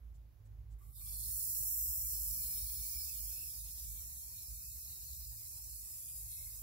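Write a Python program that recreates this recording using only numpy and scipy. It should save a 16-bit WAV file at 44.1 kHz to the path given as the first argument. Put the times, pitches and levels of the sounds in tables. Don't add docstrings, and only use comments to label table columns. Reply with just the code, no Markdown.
import sys
import numpy as np
from scipy import signal
from scipy.io import wavfile
from scipy.ndimage import uniform_filter1d

SR = 44100
rng = np.random.default_rng(int(sys.argv[2]) if len(sys.argv) > 2 else 0)


def gain_from_decibels(decibels):
    exponent = np.asarray(decibels, float) / 20
    return 10 ** exponent


def digitize_waveform(pressure):
    field = np.atleast_2d(pressure).T
    bounded = np.clip(field, -1, 1)
    quanta = np.round(bounded * 32767).astype(np.int16)
    wavfile.write(sys.argv[1], SR, quanta)


N = 291985
HZ = np.fft.rfftfreq(1024, 1 / SR)[:, None]
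FRAME_S = (np.arange(N // 256 + 5) * 256) / SR

# time_s, jet level_db, facing microphone [0-1], striking wood [0-1]
JET = [(.785, -84, 0.7, 0.75), (.82, -82.5, 1, 1), (.93, -75.5, 0.9, 1), (.97, -67, 1, 1),
       (1.06, -60, 0.8, 0.99), (1.31, -52.5, 1, 0.28), (1.5, -50.5, 0.84, 0.24), (1.8, -50, 0.75, 0),
       (2.08, -51.5, 0.75, 0.43), (2.5, -53, 1, 0.44), (2.76, -54, 0.36, 1), (3.3, -55.5, 0.67, 1),
       (3.6, -56.5, 0.45, 0.93), (4.17, -58, 0.1, 0.59), (5.2, -59.5, 0.58, 0.7), (5.45, -59, 0.26, 0.5),
       (6.13, -58.5, 0.08, 0.92), (6.62, -59, 0.4, 0.15)]
# hz, likeness [0-1]
BASS_SAME = [(60, 0.96), (130, 0.49), (290, 0.26), (640, 0.065), (3000, 0.14)]


def evened(x):
    return x / np.sqrt(np.mean(abs(x) ** 2) + 1e-20)


def read(points):
    f, value = np.transpose(points)
    return np.interp(np.log(HZ + 1), np.log(f + 1), value)


def follow(rows, t):
    s, *columns = np.transpose(rows)
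    return [np.interp(t, s, c) for c in columns]


def swells(rows, lull_db, t):
    power = sum(gain_from_decibels(2 * db) * np.exp(-(2 * (t - s) / length) ** 2) for s, db, length in rows)
    return 10 * np.log10(power + gain_from_decibels(2 * lull_db))


def patches(bins, frames):
    field = rng.standard_normal((len(FRAME_S), len(HZ))).T
    return evened(uniform_filter1d(uniform_filter1d(field, round(bins), 0), round(frames), 1))


def noise(level_db, same, lead=0.):
    a, b, c, d = rng.standard_normal((len(FRAME_S), len(HZ), 4)).T
    same = np.clip(same, -1, 1)
    left = a + 1j * b
    right = same * left + np.sqrt(1 - same ** 2) * (c + 1j * d)
    right = right * np.exp(-1j * lead)
    spectrum = np.array([left, right]) * gain_from_decibels(level_db)
    return signal.istft(spectrum, nperseg=1024, noverlap=768)[1][:, :N] / 18.5


def band_at_zero(shape_db, lo_hz, hi_hz):
    band = (HZ > lo_hz) & (HZ < hi_hz)
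    return shape_db - 10 * np.log10(np.mean(band * gain_from_decibels(shape_db) ** 2))


def fuzzy(hz, db, rough):
    lead_rad, stray_share = -0.36, 0.12
    wander = uniform_filter1d(rng.standard_normal((N // 64 + 1, 4)), 80, 0)
    wander = wander.repeat(64, 0)[:N].T
    shared = rough * evened(wander[0] + 1j * wander[1])
    stray = np.array([[stray_share], [-stray_share]]) * evened(wander[2] + 1j * wander[3])
    phase = 2j * np.pi * np.cumsum(hz) / SR + 1j * lead_rad * np.array([[.5], [-.5]])
    return np.sqrt(2) * gain_from_decibels(db) * ((1 + shared + stray) * np.exp(phase)).real


def engines():
    # middle_s, level_db, length_s
    engine = [(.07, -49.5, 0.12), (.19, -52, 0.11), (.55, -50.5, 0.17), (.73, -47.5, 0.058),
              (.88, -52, 0.075), (1.06, -52, 0.32), (1.24, -52.5, 0.35), (1.62, -50, 0.14),
              (1.84, -58.5, 0.056), (2.08, -53, 0.65), (2.3, -47.5, 0.05), (2.45, -47, 0.029),
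              (2.62, -48, 0.12), (2.81, -52, 0.15), (2.98, -47.5, 0.075), (3.25, -48, 0.15),
              (3.62, -52.5, 0.15), (3.88, -51.5, 0.17), (4.09, -54, 0.026), (4.3, -60.5, 0.11),
              (4.52, -53, 0.076), (4.72, -56, 0.12), (5.13, -58.5, 0.33), (5.3, -52, 0.079),
              (5.62, -60, 0.18), (5.8, -57.5, 0.1), (6.23, -52.5, 0.1), (6.55, -55, 0.18)]
    # time_s, pitch_hz
    engine_hz = [(0, 56.4), (.45, 53.3), (1.32, 52.43), (1.55, 53.63), (3.3, 54.58), (3.75, 54.3),
                 (5.85, 55.2), (6.1, 52.97), (6.62, 53.1)]
    # middle_s, level_db, length_s
    octave_swells = [(.5, -62, 0.16), (.88, -56, 0.1), (1.3, -58, 0.12), (4.25, -68.5, 0.12),
                     (5.35, -64.5, 0.18), (6.2, -69, 0.099), (6.55, -72, 0.075)]
    # middle_s, level_db, length_s
    second = [(.16, -58, 0.035), (.6, -58.5, 0.16), (.89, -53.5, 0.053), (1.33, -56.5, 0.086),
              (1.88, -55, 0.071), (2.2, -58.5, 0.49), (2.8, -50.5, 0.049), (3.0, -60, 0.5),
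              (3.53, -59.5, 0.085), (3.95, -59.5, 0.43), (4.62, -61, 0.32), (5.22, -56, 0.17),
              (6.25, -61, 0.3)]
    # time_s, pitch_hz, level_db
    drone = [(2.1, 150.6, -79), (2.14, 155.2, -68), (2.178, 154, -71), (2.23, 153.2, -71),
             (2.548, 162, -75.5), (2.7, 150.5, -106)]
    # hz, level_db
    rumble_colour = [(20, -15.5), (45, 18), (86, 11.5), (130, 2), (170, -5), (230, -46), (300, -30),
                     (400, -83)]
    t = np.arange(N) / SR

    hz, db = follow(engine_hz, t)[0], swells(engine, -76, t)
    octave_db = -66 + 3.5 * (53.3 - hz) + 0.23 * (db - db.mean())
    octave_db = 10 * np.log10(gain_from_decibels(2 * octave_db) + gain_from_decibels(2 * swells(octave_swells, -200, t)))
    second_hz, second_db = np.full(N, 66.2), swells(second, -71, t)
    drone_hz, drone_db = follow(drone, t)
    drone_gate = np.clip(8 * np.minimum(t - drone[0][0], drone[-1][0] - t), 0, 1)

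    notes = fuzzy(hz, db, 0.35) + fuzzy(2 * hz, octave_db, 0.39)
    notes += fuzzy(second_hz, second_db, 0.54) + fuzzy(2 * second_hz, second_db - 18.5, 0.7)
    notes += fuzzy(drone_hz, drone_db, 1.0) * drone_gate

    rumble_db, fade_db_per_s = -66.5, 0.2
    colour = band_at_zero(read(rumble_colour) - 40 * (HZ > 500), 60, 100)
    rumble_field = colour + rumble_db - fade_db_per_s * FRAME_S + 2.57 * patches(3, 16)
    rumble = noise(rumble_field, read(BASS_SAME))
    pan_db = -4.4 * np.array([[.5], [-.5]])
    return (notes + rumble) * np.minimum(t / .012, 1) * gain_from_decibels(pan_db)


def air():
    # hz, level_db per Hz
    air_colour = [(150, -8), (260, 4), (400, 0), (700, -3), (1400, -9), (2800, -14), (5500, -16),
                  (7600, -17), (8700, -22), (10000, -15), (12000, -12), (16000, -12)]
    # start_s, level_db, length_s
    rustles = [
        (.148, -80.5, .02),
        (.455, -81, .018),
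        (.712, -79.5, .03),
    ]
    # middle_s, level_db, length_s, pitch_hz
    rustle_rings = [
        (.158, -82, .02, 7250),
        (.462, -87, .018, 7900),
        (.722, -85, .025, 7600),
    ]

    flat = band_at_zero(-8 * abs(np.log2((HZ + 50) / 7500)), 300, 15700)
    puffs, rings = 0, 0
    for s, db, length in rustles:
        puffs = puffs + gain_from_decibels(2 * db) * np.exp(-((FRAME_S - s - length / 2) / (length / 2)) ** 2)
    for s, db, length, hz in rustle_rings:
        swell_db = swells([(s, db + 18, length)], -200, FRAME_S)
        rings = rings + gain_from_decibels(2 * swell_db) / (1 + ((HZ - hz) / 130) ** 4)
    calm = band_at_zero(read(air_colour), 450, 15000) - 81.5 + 1.0 * patches(12, 10)
    calm = calm - np.array([9, 2])[:, None, None] / (1 + ((HZ - 8500) / 1100) ** 4)
    field = 10 * np.log10(gain_from_decibels(2 * calm) + puffs * gain_from_decibels(2 * flat) + rings)
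    return noise(field, read(BASS_SAME)) * gain_from_decibels([[1.5], [4.0]])


def valve_whistle():
    # time_s, level_db
    whistle = [(0.78, -101), (0.818, -79), (0.852, -89), (0.92, -91), (0.99, -91), (1.06, -86), (1.14, -85),
               (1.158, -108), (1.18, -116)]
    sounding = (FRAME_S > whistle[0][0]) & (FRAME_S < whistle[-1][0])
    resonance_db = -20 * np.log10(1 + ((HZ - 1170) / 25) ** 2)
    return follow(whistle, FRAME_S)[0] + 29 + resonance_db - 80 * ~sounding


def hiss(level_db, facing, striking):
    # hz, level_db per Hz
    jet_colour = [(300, -35), (900, -22), (1500, -26.5), (2000, -22), (2900, -31), (3510, -24.5),
                  (4270, -12), (5320, -9), (6200, -10), (7550, -8), (8930, -9), (13000, 4.5), (16000, -4.5)]
    colour = read(jet_colour)
    choked_db = 0.24 * np.maximum(-58.5 - level_db, 0)
    flutter = evened(uniform_filter1d(rng.standard_normal(len(FRAME_S)), size=7))

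    top_db = -0.1 + (6 + 0.1) * facing
    low_db = -9.5 + (-7 + 9.5) * striking - choked_db
    lowest_db = -23 + (-10.5 + 23) * striking + 2.5 * flutter
    lowest_edge_hz = 4770 + (4030 - 4770) * striking

    body = band_at_zero(colour, 8100, 10750) + level_db
    for lo_hz, hi_hz, over_db, share in [(10000, 14430, top_db, (HZ - 10000) / 2000),
                                         (4050, 6160, low_db, (6400 - HZ) / 400),
                                         (2940, 4480, lowest_db, (lowest_edge_hz - HZ) / 300)]:
        share = np.clip(share, 0, 1)
        body = (1 - share) * body + share * (band_at_zero(colour, lo_hz, hi_hz) + level_db + over_db)

    wash = colour - 51 + 0.043 * (level_db + 74.5) - choked_db - 80 * (FRAME_S < JET[0][0])
    upper_wash = wash * (HZ < 3300) - 200 * (HZ >= 3300)
    body = np.where(HZ < 2700, wash, np.maximum(body, upper_wash))

    glance_db = -1 * striking * facing * np.maximum(HZ - 13500, 0) / 1000
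    sputter = evened(uniform_filter1d(rng.standard_normal(len(FRAME_S)), 5))
    streaks = np.clip((7500 - HZ) / 1500, 0, 1) * patches(bins=2.6, frames=15)
    return body + glance_db + 0.35 * sputter + 1.0 * patches(8, 12) + 3.18 * streaks


def standing_waves(depth):
    tube_hz = [3850, 4070, 4280, 4540, 4970, 5170, 5470, 5670, 5870, 6220, 6600, 7340, 7740, 8050, 10280,
               11400, 12670, 13900, 15130, 12050, 15600]
    # width_hz, left_db, right_db
    tube = [(152, 6.5, -6), (110, -7, -5), (85, 10.5, 3), (120, -10.5, -13), (104, -8.5, -3), (137, 6, 2.5),
            (171, 0, 7.5), (112, -10, -9), (160, -1.5, 5.5), (214, 0.5, -7), (167, 6, 0), (168, -18, 2.5),
            (237, -1, 6), (168, -1.5, -2.5), (260, 3, 4.5), (230, 1.5, 5), (250, 1, 1.5), (296, 2, 0),
            (263, 7.5, 2), (302, 0, -2), (420, 5, 5)]
    # centre_hz, width_hz, left_db, right_db
    later = [(2640, 170, 2, -0.5), (3170, 93, -5.5, 0), (3870, 130, -1, 7.5), (4320, 110, -1.5, -4.5),
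             (4790, 200, -5, -0.5), (5120, 170, -2, 0.5), (5450, 150, 3, -2), (5620, 150, -4.5, 3),
             (5860, 440, 4.5, -3), (6150, 180, -3, -7), (7050, 270, -3, 0), (8030, 200, 2.5, -4.5),
             (9400, 1400, -2.5, -1), (10250, 190, -1, -1), (11600, 2000, 2.5, 0.5), (12400, 210, -7, -1),
             (14300, 440, 5.5, -2.5), (15800, 500, -1.5, -1)]
    width, *port_db = np.transpose(tube)
    shapes = 1 / (1 + (2 * (HZ - tube_hz) / width) ** 4)
    ripple = depth * (shapes @ np.array(port_db)[:, :, None])

    later_hz, later_width, *later_db = np.transpose(later)
    later_shapes = 1 / (1 + (2 * (HZ - later_hz) / later_width) ** 4)
    shift = later_shapes @ np.array(later_db)[:, :, None]
    from_s, over_s = 3.35, .45
    return ripple + shift * np.clip((FRAME_S - from_s) / over_s, 0, 1)


def glints():
    # middle_s, length_s, pitch_hz, level_db, left_minus_right_db
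    glint_rows = [(0.96, 0.25, 4050, 4.5, -3), (1.02, 0.21, 4440, 5, -1), (1.23, 0.37, 3500, 6.5, 7),
                  (0.93, 0.2, 6600, -9, 6), (1.1, 0.45, 9330, 4.5, -6), (1.2, 0.19, 16000, -1.5, -4),
                  (1.07, 0.58, 11000, 1.5, 5.5), (1.37, 0.36, 12000, -4, -0.5), (1.3, 0.28, 7400, -1, 6),
                  (1.56, 0.36, 3550, -9, -1), (1.71, 0.33, 4800, -11.5, 5), (2.02, 0.55, 3920, -13.5, -6),
                  (1.66, 0.89, 7080, -1.5, 0), (1.95, 0.53, 10250, -1.5, 6), (1.83, 0.45, 13800, 2.5, -1),
                  (2, 0.39, 15800, 0, -2), (2.29, 0.37, 4600, -4, 0.5), (2.64, 0.55, 13000, -3, 2),
                  (2.67, 0.47, 7200, -3, 5), (2.9, 0.75, 15200, 7, 0), (3.38, 0.62, 4030, -8.5, 12),
                  (3.2, 0.51, 16000, -1.5, -1), (3.65, 0.19, 13400, -4, 0), (4.106, 0.35, 4980, -8.5, -2),
                  (6.2, 0.66, 10940, 5, 7), (5.3, 0.57, 5100, 1, 0.5), (3.1, 0.86, 15100, 1, -2),
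                  (5.23, 0.62, 4220, 3.5, -5), (5.66, 0.9, 3730, -4, -1.5), (5.9, 1.1, 8700, 2.5, -1.5),
                  (5.2, .5, 11000, -3.5, 2), (6.104, 0.47, 5600, -5, 2), (6.397, .4, 20000, -3, 2),
                  (3.59, .3, 7500, -5, -1.5), (3, 0.18, 2900, -13, -4), (2.05, 0.24, 4700, -9, 10),
                  (6.05, 0.38, 4080, -9.5, -1), (3, 0.19, 5000, 3.5, -1), (5.1, 0.29, 4300, 1.5, 2.5),
                  (0.58, 0.24, 8900, -10, -2)]
    spread = 0.21
    s, length, hz, *shift_db = np.transpose(glint_rows)
    when = np.exp(-(2 * (FRAME_S - s[:, None]) / length[:, None]) ** 2)
    where = np.exp(-(2 * (HZ / hz - 1) / spread) ** 2)
    return [where * db @ when for db in shift_db]


def tube_tone(level_db, striking):
    # middle_s, length_s, level_db, pitch_hz
    catches = [(0.883, .09, -80, 7600), (1.088, 0.12, -76.5, 2330), (2.056, 0.013, -67, 2370),
               (2.487, 0.2, -71.5, 2354), (2.923, 0.71, -72, 2333), (3.1, 0.038, -65, 2590),
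               (3.343, 0.048, -63.5, 2525), (3.4, 0.059, -69, 2600), (3.428, 0.082, -68, 2770),
               (3.976, 0.11, -73, 2326), (4.36, 0.16, -77, 2390), (4.65, 0.085, -74, 2540),
               (4.942, 0.21, -80, 2470), (5.988, 0.24, -81, 2510), (6.396, 0.11, -73.5, 2560),
               (6.407, 0.23, -75.5, 2150)]
    rest_db = -88 - 6 * (0.5 - striking)
    tone = gain_from_decibels(2 * rest_db) / (1 + (abs(HZ - 2513) / 120) ** 3) * (level_db > -65)
    for s, length, db, hz in catches:
        swell_db = swells([(s, db, length)], -200, FRAME_S)
        tone = tone + gain_from_decibels(2 * swell_db) / (1 + (abs(HZ - hz) / 40) ** 6)
    return 10 * np.log10(tone) + 18 + 3.3 * patches(3, 9)


def jet():
    # time_s, depth_factor
    aim = [(.8, .45), (1.15, .55), (1.4, 1.0), (2.7, 1.0), (3.1, .75), (3.6, .55), (6.62, .55)]
    # time_s, left_minus_right_db
    pan = [(.8, -2.5), (2.2, -2), (3.5, -2.5), (3.9, -1.5), (6.62, -2.5)]
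    # hz, left_minus_right_db
    shadow = [(2500, 0.5), (6000, 1), (7000, -1.5), (8800, -4), (10000, -5), (11500, -4.5), (12500, 3.7),
              (16000, 0)]
    # hz, left-right likeness [0-1]
    jet_same = [(1000, .3), (3000, .3), (6000, .38), (9000, .6), (15000, .7)]
    # hz, left port lead_rad
    port_lead = [(0, 0), (690, -0.5), (2840, 0.1), (3450, 1.1), (4310, -1.4), (5510, -1.5), (7060, -3.6),
                 (7920, -4.5), (8180, -3.3), (9390, -3.4), (10100, -2.8), (11300, -4.0), (14000, -4.7),
                 (16300, -6.1)]
    # time_s, jump_db, settling_s
    valve_steps = [
        (.818, 3.5, 0.025),
        (.952, 3, .03),
    ]

    level_db, facing, striking = follow(JET, FRAME_S)
    level_db = level_db - 80 * (FRAME_S < JET[0][0])
    depth = follow(aim, FRAME_S)[0]
    glint_db, glint_pan_db = glints()

    body = hiss(level_db, facing, striking) + glint_db + standing_waves(depth)
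    tone = tube_tone(level_db, striking)
    field = 10 * np.log10(gain_from_decibels(2 * body) + gain_from_decibels(2 * tone) + gain_from_decibels(2 * valve_whistle()))
    pan_db = follow(pan, FRAME_S)[0] + depth * read(shadow) + glint_pan_db
    field = field + np.array([.5, -.5])[:, None, None] * pan_db

    t = np.arange(N) / SR
    jerk_db = 0
    for s, db, settle in valve_steps:
        jerk_db = jerk_db + db / 2 * np.sign(t - s) * np.exp(-abs(t - s) / settle)
    return gain_from_decibels(jerk_db) * noise(field, read(jet_same), read(port_lead))


def scene():
    return gain_from_decibels(5.0) * jet() + engines() + air()


def coverage(boxes, t, hz):
    start, end, lo_hz, hi_hz = np.transpose(boxes)
    in_band = 1. * ((hz > lo_hz) & (hz < hi_hz))
    return in_band @ (1. * ((t > start[:, None]) & (t < end[:, None])))


def drop_weak_bands(x):
    # start_s, length_s
    starved = [(.945, .015), (1.182, .087), (1.324, .022), (1.716, .015), (1.836, .012), (1.951, .012),
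               (2.3, .035), (2.671, .015), (2.764, .012), (3.482, .04), (3.594, .037), (3.714, .015),
               (3.879, .03), (4.176, .042), (4.55, .032), (4.662, .09), (4.804, .04), (5.059, .012),
               (5.148, .045), (5.241, .067), (5.365, .037), (5.478, .012), (5.62, .015), (5.71, .015),
               (5.752, .022), (5.802, .015), (6.291, .017), (6.336, .037)]
    # from_s, to_s, low_hz, high_hz
    given_up = [(.83, 1.0, 1600, 1900), (.92, 1.0, 2100, 2950), (1.04, 1.1, 1400, 1900),
                (.9, 1.03, 6050, 6400), (1.09, 1.2, 6050, 6350), (1.26, 2.66, 6080, 6400),
                (1.65, 1.82, 4600, 5050), (1.9, 2.03, 4650, 5050), (1.32, 1.5, 3800, 4100),
                (3.92, 4.1, 4400, 4650), (6.0, 6.25, 6050, 6300), (1.52, 1.57, 2500, 3700),
                (1.33, 1.5, 3200, 3300), (1.96, 2.0, 2900, 3300), (2.07, 2.13, 2500, 4150),
                (1.84, 1.89, 3550, 3700), (2.26, 2.32, 3500, 3800), (2.36, 2.42, 3150, 3900),
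                (2.1, 2.4, 4900, 5000), (2.12, 2.35, 4450, 4560), (2.9, 3.12, 6200, 6400),
                (2.92, 3.1, 3500, 3620), (1.0, 1.06, 2800, 2950), (1.04, 1.09, 300, 900),
                (.95, 1.0, 430, 560), (6.38, 6.5, 5550, 5700), (1.19, 1.26, 2000, 3200),
                (3.13, 3.47, 6180, 6300), (3.55, 3.62, 6000, 6200), (3.33, 3.47, 3900, 4020),
                (2.7, 2.76, 6100, 6350), (2.68, 2.95, 2050, 2180), (3.2, 3.3, 3400, 4200),
                (4.2, 4.36, 3400, 3600), (4.45, 4.74, 3400, 3620), (4.86, 5.1, 3420, 3600),
                (5.17, 5.4, 3400, 3600), (5.45, 6.15, 4450, 4600), (5.71, 5.81, 3100, 3650),
                (6.38, 6.45, 4650, 5000)]
    # from_s, to_s, low_hz, high_hz
    left_given_up = [(1.44, 1.5, 7980, 8080), (1.63, 1.76, 7950, 8120), (1.95, 2.13, 7930, 8100),
                     (2.13, 2.2, 8050, 8200), (2.22, 2.28, 7850, 7980), (1.46, 1.62, 7300, 7400),
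                     (1.73, 1.8, 7200, 7350), (1.86, 1.94, 7300, 7400), (2.08, 2.42, 7320, 7450),
                     (1.5, 1.56, 6830, 6930), (1.42, 1.5, 3600, 3950), (1.72, 1.8, 3500, 4150),
                     (1.9, 2.02, 3350, 4150), (2.12, 2.28, 3750, 4000)]

    hz, t, z = signal.stft(x, SR, nperseg=2048, noverlap=1536)
    hz, power = hz[:, None], abs(z) ** 2 + 1e-20
    band_power = uniform_filter1d(uniform_filter1d(power.mean(0), size=5, axis=0), size=3, axis=1)
    band_db = 10 * np.log10(band_power)
    near_db = uniform_filter1d(band_db[12:], size=55, axis=0)
    near_db = np.vstack([near_db[:12], near_db])

    thrift = rng.standard_normal((len(t) // 2 + 1, len(hz) // 8 + 1))
    thrift = evened(uniform_filter1d(thrift, size=2, axis=0))
    thrift = thrift.repeat(2, 0).repeat(8, 1).T[:len(hz), :len(t)]
    budget_db = 3.6 * thrift

    busy = (band_db[400:700].mean(0) > -93) & (t > JET[0][0]) & (hz > 175) & (hz < 8400)
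    empty = band_db < near_db - np.where(hz < 6500, 5.0, 7.0) + budget_db
    small = 10 * np.log10(power) < near_db - 1.0 + budget_db
    gain_db = -16 * (busy & small & (hz < 6800))
    gain_db = gain_db - 30 * (busy & empty)

    port_db = 10 * np.log10(uniform_filter1d(uniform_filter1d(power, size=7, axis=1), size=4, axis=2))
    port_weak = port_db < near_db - 5.6 + .3 * budget_db
    gain_db = gain_db - 25 * (port_weak & (hz > 6900) & (hz < 12500))

    plain = (hz > 250) & (hz < 3400) & ((band_db < near_db + 2) | (hz < 2000))
    for s, length in starved:
        gap = abs(t - s - length / 2) < length / 2 + .006
        gain_db = gain_db - 66 * length / (length + .04) * gap * plain

    gain_db = gain_db - 30 * coverage(given_up, t, hz) * (thrift > -1.9)
    left = np.array([1, 0])[:, None, None]
    gain_db = gain_db - 25 * left * coverage(left_given_up, t, hz) * (thrift > -1.5)
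    gain_db = gain_db - 60 * (hz > 15780)
    return signal.istft(z * gain_from_decibels(gain_db), SR, nperseg=2048, noverlap=1536)[1][:, :N]


def band_limit(x):
    return signal.sosfilt(signal.butter(12, 16720, fs=SR, output="sos"), x)


def record(dry):
    bass_cut = signal.butter(4, 42, "high", fs=SR, output="sos")
    mix = drop_weak_bands(signal.sosfilt(bass_cut, dry))
    return band_limit(mix)


dry = scene()
out = record(dry)
digitize_waveform(out)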